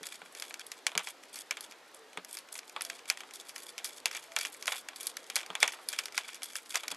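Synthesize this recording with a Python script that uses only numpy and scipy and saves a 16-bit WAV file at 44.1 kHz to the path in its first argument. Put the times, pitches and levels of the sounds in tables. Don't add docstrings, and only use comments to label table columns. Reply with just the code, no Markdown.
import sys
import numpy as np
from scipy import signal
from scipy.fft import rfft, irfft, next_fast_len
from scipy.io import wavfile
from scipy.ndimage import uniform_filter1d, map_coordinates

SR = 44100
rng = np.random.default_rng(int(sys.argv[2]) if len(sys.argv) > 2 else 0)


def gain_from_decibels(decibels):
    exponent = np.asarray(decibels, float) / 20
    return 10 ** exponent


def transcribe(signal):
    frames = np.atleast_2d(signal).T
    limited = np.clip(frames, -1, 1)
    pcm = np.round(limited * 32767).astype(np.int16)
    wavfile.write(sys.argv[1], SR, pcm)


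N = 306936

# time in seconds, rms level in dB.
BACKGROUND_LEVEL = [(0.0, -57), (0.48, -57), (2.54, -57.5), (2.89, -56.5), (5.41, -56), (5.5, -54),
                    (6.69, -59), (6.96, -54)]
# frequency in Hz, relative density in dB per Hz.
BACKGROUND_SPECTRUM = [(15, -63), (25, -11), (113, -11), (271, 9.5), (485, 13.5), (1970, 8.5), (2310, 5.5),
                       (4030, 3.5), (11300, -10.5), (13600, -12.5), (16000, -29)]
# start in seconds, end in seconds, mean frequency in Hz, mean peak level in dB.
HUMS = [(1.97, 2.1, 445, -62), (1.92, 1.98, 520, -63), (2.82, 2.96, 680, -62), (3.85, 4.15, 480, -66),
        (4.06, 4.14, 530, -60), (4.28, 4.37, 662, -56), (3.4, 3.85, 1090, -66), (4.85, 5.15, 1090, -65),
        (0, .5, 1095, -68), (2.3, 2.6, 1090, -68)]
# frequency in Hz, relative density in dB per Hz.
AIR_SPECTRUM = [(15, -46), (25, 0), (133, 0), (385, 10), (730, 12.5), (2760, 3.5), (3710, 3), (6530, -2),
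                (9000, -42), (11700, -49), (19800, -120)]
AIR_RMS_DB = -72
# frequency in Hz, side over mid in dB.
SIDE_OVER_MID = [(150, -58), (500, -40), (2000, -24.5), (5000, -16.5), (9000, -21.5), (13000, -25)]

# lower edge in Hz, upper edge in Hz.
SOIL_BANDS = [(650, 1500), (1600, 3800), (3800, 7500), (7500, 12000)]
SOIL_TOP_HZ = 11100
# centre in Hz, width in Hz, gain in dB.
MIC_RESONANCES = [(1320, 490, -2), (2322, 120, 2.5), (3377, 220, 3.5), (4540, 210, -4.5),
                  (5050, 380, -13.5), (6660, 980, -12.5), (8000, 1030, -8), (9680, 710, -7),
                  (11290, 1000, -1.5)]
TOP_CUTOFF_HZ = 13800

# mean gain in dB, drift in dB.
RESTING = [(-81.5, -2), (-70.5, 5.5), (-71.5, 5.5)]
# start in seconds, length in seconds, gain in dB at 5.2 kHz,
# brightness in dB per octave.
STROKES = [(0.025, 0.14, -52, 0.5), (0.25, 0.025, -59.5, 2), (0.357, 0.15, -57, -0.5),
           (0.596, 0.023, -54.5, -7.5), (0.66, 0.14, -64, 0.5), (1.033, 0.086, -50, 2.2),
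           (1.23, 0.07, -77, 6), (1.328, 0.098, -55.5, 7.5), (1.625, 0.033, -51, 4),
           (1.937, 0.034, -57.5, 6.5), (2.12, 0.032, -68, 7), (2.281, 0.081, -54, 4),
           (2.52, 0.064, -57, 13.5), (2.669, 0.033, -59.5, 3.5), (2.82, 0.17, -61.5, 1),
           (3.077, 0.042, -49, 0.6), (3.184, 0.031, -57.5, 2.5), (3.327, 0.098, -60, 2.5),
           (3.448, 0.057, -55.5, 2), (3.541, 0.17, -60, 2), (3.838, 0.11, -58, 1), (3.95, 0.042, -54, 4),
           (4.105, 0.094, -53.5, 0.5), (4.205, 0.065, -63, 2), (4.371, 0.1, -44.5, -1.5),
           (4.52, 0.028, -58.5, 4), (4.667, 0.14, -47, 2), (4.957, 0.16, -53, 2), (5.18, 0.06, -67, 5),
           (5.343, 0.073, -53.5, -5.5), (5.602, 0.027, -40, -3), (5.717, 0.031, -57, 6.5),
           (5.881, 0.15, -50, -2.5), (6.144, 0.053, -51, -2), (6.203, 0.14, -60, -2.8),
           (6.424, 0.11, -54.5, 0.5), (6.539, 0.043, -49.5, 6), (6.691, 0.086, -47, 1),
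           (6.79, 0.15, -55.5, -1)]
PRESS_S, LIFT_S = 0.0049, 0.0078
SLIPS_PER_S, SLIP_S = 120, 0.0043
SLIP_DB, SLIP_SPREAD_DB, SLIP_COLOUR_DB = -3.5, 2.5, 4
BETWEEN_SLIPS_DB = -7

# time in seconds, peak level in dB.
CLODS = [(0.009, -46), (0.22, -51.5), (0.956, -38), (2.173, -40), (5.498, -44.5), (5.629, -50),
         (6.913, -47)]
# frequency in Hz, relative level in dB, t60 in seconds.
LEDGE_MODES = [(184, -6, .12), (275, -7, .09), (350, -4, .06), (434, 0, .07), (525, -6, .06)]
LEDGE_LOW_HZ = 128

# time in seconds, level in dB at 3 kHz before the band colour, brightness in dB per octave,
# afterfall of crumbs and echoes in dB before the band offset.
CRACKS = [(0.0308, -47, 6.5, -25), (0.0687, -45, 8.5, -25), (0.1431, -51, 4, -5), (0.2172, -50.5, -8, -13),
          (0.259, -54.5, -2, -13), (0.3497, -47.5, 5, -9), (0.3985, -46, 7.5, -12), (0.4223, -37, 2.2, -11),
          (0.508, -45, -2.5, -13), (0.5408, -40.5, 3.3, -12), (0.5949, -45.5, 5.5, -16),
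          (0.6662, -63, 16.5, -10), (0.7171, -41, 5, -9), (0.7885, -57, -1, -13), (0.8665, -25, 1.8, -13),
          (0.9174, -47.0, -3, -8), (0.9521, -36.5, -4, -11), (0.9767, -25.5, 2.5, -13),
          (0.993, -39, -1.5, -4.5), (1.0717, -39, -0.5, -8.5), (1.2351, -52, 1.0, -10),
          (1.345, -54, -3, -10), (1.3576, -47, 7, 2), (1.509, -30.5, 2, -9.5), (1.57, -41.5, 0, -6),
          (1.6077, -50.5, 11.5, -7), (1.6466, -55, -5, -13), (1.7107, -52.0, 4, -7), (1.7215, -50, 0, -8),
          (2.131, -54.5, 0.6, -11), (2.173, -38.5, -4.5, -12), (2.2475, -49, 8, -19),
          (2.2954, -63, 4.8, -16), (2.329, -61, 17, -15), (2.3477, -60, 11, -18), (2.3703, -43.5, 5.5, -5),
          (2.3875, -52, 10, -8), (2.4873, -54, 0.5, -13), (2.5263, -52, 12.5, -22), (2.5536, -43, 1.5, -6),
          (2.5893, -42.0, 4.5, -15), (2.631, -56, -5, -15), (2.6955, -51.0, 6, -18), (2.7626, -39, -7, -10),
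          (2.809, -36.5, 2, -8.5), (2.8198, -52, 16, -16), (2.8498, -43.0, 7.5, -10),
          (2.8994, -36.0, 1.5, -12), (2.9918, -51, 1, -7), (3.056, -51.5, -0.1, -19), (3.0794, -61, 7, -10),
          (3.0998, -25.0, 3.3, -12), (3.173, -43.5, 1, -13), (3.2053, -42.5, 0, -13),
          (3.2341, -51, -6, -12), (3.2895, -59, -6, -19), (3.309, -49.5, 1, -15), (3.3367, -54, 10.5, -1),
          (3.4929, -47.5, 6.5, -5), (3.561, -41, 3, -13), (3.5803, -50, 7, -1), (3.7798, -39, 3, -5),
          (3.8445, -43, 10.5, 2), (3.867, -56, 9, -10), (4.057, -25.0, 3, -11.5), (4.1124, -41, 1.5, -19),
          (4.1291, -48, 3, 1), (4.1491, -40, 2, -3), (4.173, -45, -1, -9), (4.227, -52.5, 3, -5),
          (4.3189, -48.5, 0.5, -18), (4.3635, -27, 1, -10), (4.3876, -37.5, 7, -23),
          (4.4116, -36, 3.5, -12), (4.4504, -34.5, 0, -8.5), (4.5458, -51, 2.5, -9),
          (4.625, -42, 4.5, -8.5), (4.6567, -45, 6.5, -21), (4.6707, -40.5, 7, -1),
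          (4.6788, -28.5, -3, -11.5), (4.7204, -34.5, -2.1, -5.5), (4.776, -60, 2, -15),
          (4.8861, -39, 1, -11), (4.9321, -56, -8.5, -22), (4.9602, -49, 8, -16), (5.0194, -69, 3, -13),
          (5.0306, -51, 11, -5), (5.0692, -42, 13, -11), (5.1685, -38.0, 4.5, -15), (5.2416, -55, 4, -17),
          (5.3001, -37, 2.5, -10), (5.357, -33, 9, -9), (5.363, -28.5, 2.5, -9), (5.3968, -49, 1.2, -11),
          (5.4122, -46.0, 2, -7), (5.4313, -46.5, -2, -9), (5.4623, -47.5, 3.5, -13),
          (5.5022, -43.0, -7, -11), (5.532, -57, -2, -16), (5.5523, -33, -1.5, -12), (5.6029, -44.5, 8, -1),
          (5.6284, -18.0, -0.5, -9.5), (5.6777, -30.5, 3.5, -8), (5.7214, -45, 2, -9),
          (5.7352, -46.5, -2.7, -6), (5.7883, -57.5, -10, -13), (5.887, -40, 11, -10),
          (5.9285, -38.5, 4, -3), (5.9334, -40, -2, -27), (5.9885, -29.0, 3.5, -13), (6.0371, -48, 3, -8),
          (6.0564, -39.0, 5.5, -12), (6.0826, -47.0, -0.9, -20), (6.123, -49.5, 4, -6),
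          (6.154, -53, 8, -11), (6.1776, -26.5, 2.1, -10.5), (6.234, -52, 0, -13), (6.2788, -54, 4.5, 11),
          (6.3312, -53, 6, -18), (6.3446, -45.5, 5.5, -1), (6.42, -44, -1.5, -10), (6.4321, -43, 9.5, -6),
          (6.533, -52, 5.3, -9), (6.5552, -37, 4, -9.5), (6.584, -48, 3.4, -8), (6.6594, -54, 5, -5),
          (6.7054, -53.5, 10.5, -19), (6.744, -37.5, -1, -0.5), (6.7557, -28, 4, -11.5),
          (6.8338, -43.5, -2, -4.5), (6.8805, -36, 4.5, -16), (6.9043, -48, 5, -11),
          (6.9138, -41.5, -3, -6), (6.9462, -49.5, 3.5, -13)]
# crumbling t60 in seconds, afterfall offset in dB,
# afterfall t60 in seconds.
CRACK_DECAYS = [(0.016, 8.5, 0.12), (0.016, 1.5, 0.13), (0.015, -2.5, 0.12), (.013, -2, 0.11)]
CRACK_COLOUR_DB = [-6.5, 5, 4.5, -3]
BREAK_HEIGHT = 3.6


def unit(x):
    return x / np.sqrt(np.mean(x ** 2) + 1e-20)


def along(points, hz):
    point_hz, value = np.transpose(points)
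    return np.interp(np.log(hz + 1), np.log(point_hz + 1), value)


def curves(rows):
    time_s, *columns = np.transpose(rows)
    return [np.interp(np.arange(N) / SR, time_s, column) for column in columns]


def wobble(knots_per_s):
    knots = rng.standard_normal(int(N * knots_per_s / SR) + 4)
    return map_coordinates(knots, [np.arange(N) * knots_per_s / SR])


def filtered(x, response):
    n = x.shape[-1]
    padded = next_fast_len(n + 4096)
    spectrum = rfft(x, padded) * response(np.fft.rfftfreq(padded, 1 / SR))
    return irfft(spectrum, padded)[..., :n]


def band(hz, lo_hz, hi_hz):
    up, down = 1j * hz / lo_hz, 1j * hz / hi_hz
    high_pass = up ** 2 / (1 + np.sqrt(2) * up + up ** 2)
    low_pass = 1 / (1 + np.sqrt(2) * down + down ** 2)
    return (high_pass * low_pass) ** 2


def case(hz, flat_db):
    total = gain_from_decibels(flat_db)
    for centre_hz, width_hz, db in MIC_RESONANCES:
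        damping = 1j * hz * width_hz
        total = total + gain_from_decibels(db) * damping / (centre_hz ** 2 - hz ** 2 + damping)
    return total


def octaves(lo_hz, hi_hz, pivot_hz):
    return np.log2(np.sqrt(lo_hz * hi_hz) / pivot_hz)


def placed(rows, start_s):
    at = np.round(start_s * SR).astype(int)[:, None] + np.arange(rows.shape[1])
    return np.bincount(at.ravel(), rows.ravel(), N + SR)[:N]


def background():
    z = signal.stft(rng.standard_normal(N), nperseg=1024)[2]
    patches = uniform_filter1d(rng.standard_normal(z.shape), 3, 0)
    patches = uniform_filter1d(patches, 8, 1)
    noise = signal.istft(z * gain_from_decibels(1.6 * unit(patches)), nperseg=1024)[1][:N]
    shaped = filtered(noise, lambda hz: gain_from_decibels(along(BACKGROUND_SPECTRUM, hz)))
    return gain_from_decibels(curves(BACKGROUND_LEVEL)[0]) * unit(shaped)


def hums():
    t, total = np.arange(N) / SR, 0
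    waver = wobble(30)
    for start_s, end_s, hz, db in HUMS:
        progress = np.clip((t - start_s) / (end_s - start_s), 0, 1)
        swell = np.sqrt(np.sin(np.pi * progress).clip(0))
        tone = np.sin(2 * np.pi * hz * t + 1.2 * waver)
        total = total + gain_from_decibels(db + 3 * waver) * swell * tone
    return total


def air():
    noise = rng.standard_normal(N)
    return gain_from_decibels(AIR_RMS_DB) * unit(filtered(noise, lambda hz: gain_from_decibels(along(AIR_SPECTRUM, hz))))


def slips():
    count = int(SLIPS_PER_S * N / SR)
    start_s = rng.random(count) * N / SR
    size, span, *colours = rng.standard_normal((count, 5)).T
    t = np.arange(SR // 10) / SR - .03
    length_s = np.clip(SLIP_S * np.exp(.5 * span), .002, .04)
    width_s = np.where(t < 0, .45, .7) * length_s[:, None]
    shape = np.exp(-(t / width_s) ** 2)
    gains = []
    for colour in colours:
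        db = SLIP_DB + SLIP_SPREAD_DB * size + SLIP_COLOUR_DB * colour
        gains.append(placed(gain_from_decibels(db)[:, None] * shape, start_s))
    return gains


def strokes(lo_hz, hi_hz):
    start_s, length_s, db, bright = np.transpose(STROKES)
    t = np.arange(SR // 4) / SR
    press = 1 - np.exp(-t / PRESS_S)
    lift = np.exp(-np.clip(t - length_s[:, None] + LIFT_S, 0, 1) / LIFT_S)
    gain = gain_from_decibels(db + bright * octaves(lo_hz, hi_hz, 5200))
    return placed(gain[:, None] * press * lift, start_s)


def rub():
    shared_db, total = 1.2 * wobble(90) + 3.3 * wobble(600), 0
    for (lo_hz, hi_hz), (rest_db, drift_db), slip in zip(SOIL_BANDS[1:], RESTING, slips()):
        grains = gain_from_decibels(shared_db + 1.5 * wobble(200)) * rng.standard_normal(N)
        scrape = filtered(grains, lambda hz: band(hz, lo_hz, hi_hz) * case(hz, flat_db=-11))
        contact = gain_from_decibels(rest_db + drift_db * wobble(6)) + strokes(lo_hz, hi_hz)
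        total = total + contact * (gain_from_decibels(BETWEEN_SLIPS_DB) + slip) * unit(scrape)
    return total


def clods():
    start_s, peak_db = np.transpose(CLODS)
    t = np.arange(SR // 5) / SR
    scatter = rng.standard_normal((len(start_s), len(LEDGE_MODES)))
    ring = 0
    for k, (hz, db, t60_s) in enumerate(LEDGE_MODES):
        ring = ring + gain_from_decibels(db + 2.2 * scatter[:, [k]] - 60 * t / t60_s) * np.sin(2 * np.pi * hz * t)
    ring = ring * (1 - np.exp(-t / .002))
    ring = filtered(ring, lambda hz: band(hz, LEDGE_LOW_HZ, 4000))
    return placed(ring * (gain_from_decibels(peak_db) / np.abs(ring).max(1))[:, None], start_s)


def cracks():
    start_s, level_db, bright, after_db = np.transpose(CRACKS)
    t = np.arange(SR // 10) / SR
    noise = rng.standard_normal((len(start_s), 3 + len(SOIL_BANDS), len(t)))
    grains = noise[:, 0] * gain_from_decibels(2.5 * noise[:, 1]) * (1 - np.exp(-t / .0003))
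    grains[:, 12] += BREAK_HEIGHT
    total = 0
    bands = zip(SOIL_BANDS, CRACK_DECAYS, CRACK_COLOUR_DB)
    for k, ((lo_hz, hi_hz), (crumble_t60_s, wall_db, wall_t60_s), even_db) in enumerate(bands):
        db = level_db + even_db + bright * octaves(lo_hz, hi_hz, 3000)
        colour = lambda hz: band(hz, lo_hz, hi_hz) * case(hz, flat_db=4.5)
        snap = filtered(grains * gain_from_decibels(-60 * t / crumble_t60_s), colour)
        snap_rms = snap[:, :SR // 200].std(1)[:, None]
        lumps = gain_from_decibels(2.5 * unit(uniform_filter1d(noise[:, 3 + k], size=90)))
        answer = unit(filtered(noise[:, 2] * lumps, colour))
        answer *= 1 - np.exp(-(t / .004) ** 2)
        answer *= gain_from_decibels(after_db[:, None] + wall_db - 60 * t / wall_t60_s)
        total = total + gain_from_decibels(db)[:, None] * (snap / snap_rms + answer)
    return placed(total, start_s)


def scrambled_trace(mid):
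    z = signal.stft(mid, nperseg=64)[2]
    random_phase = np.exp(2j * np.pi * rng.random(z.shape))
    scrambled = signal.istft(z * random_phase, nperseg=64)[1][:N]
    return filtered(scrambled, lambda hz: gain_from_decibels(along(SIDE_OVER_MID, hz)))


def scene():
    soil = filtered(cracks() + rub(), lambda hz: 1 / np.sqrt(1 + (hz / SOIL_TOP_HZ) ** 16))
    mid = soil + clods() + background() + hums()
    side = scrambled_trace(mid) + air()
    return np.array([mid + side, mid - side])


def top_cut(x):
    return signal.sosfilt(signal.butter(12, 16460, fs=SR, output="sos"), x)


def record(dry):
    mix = filtered(dry, lambda hz: 1 / np.sqrt(1 + (hz / TOP_CUTOFF_HZ) ** 70))
    return top_cut(mix)


dry = scene()
out = record(dry)
transcribe(out)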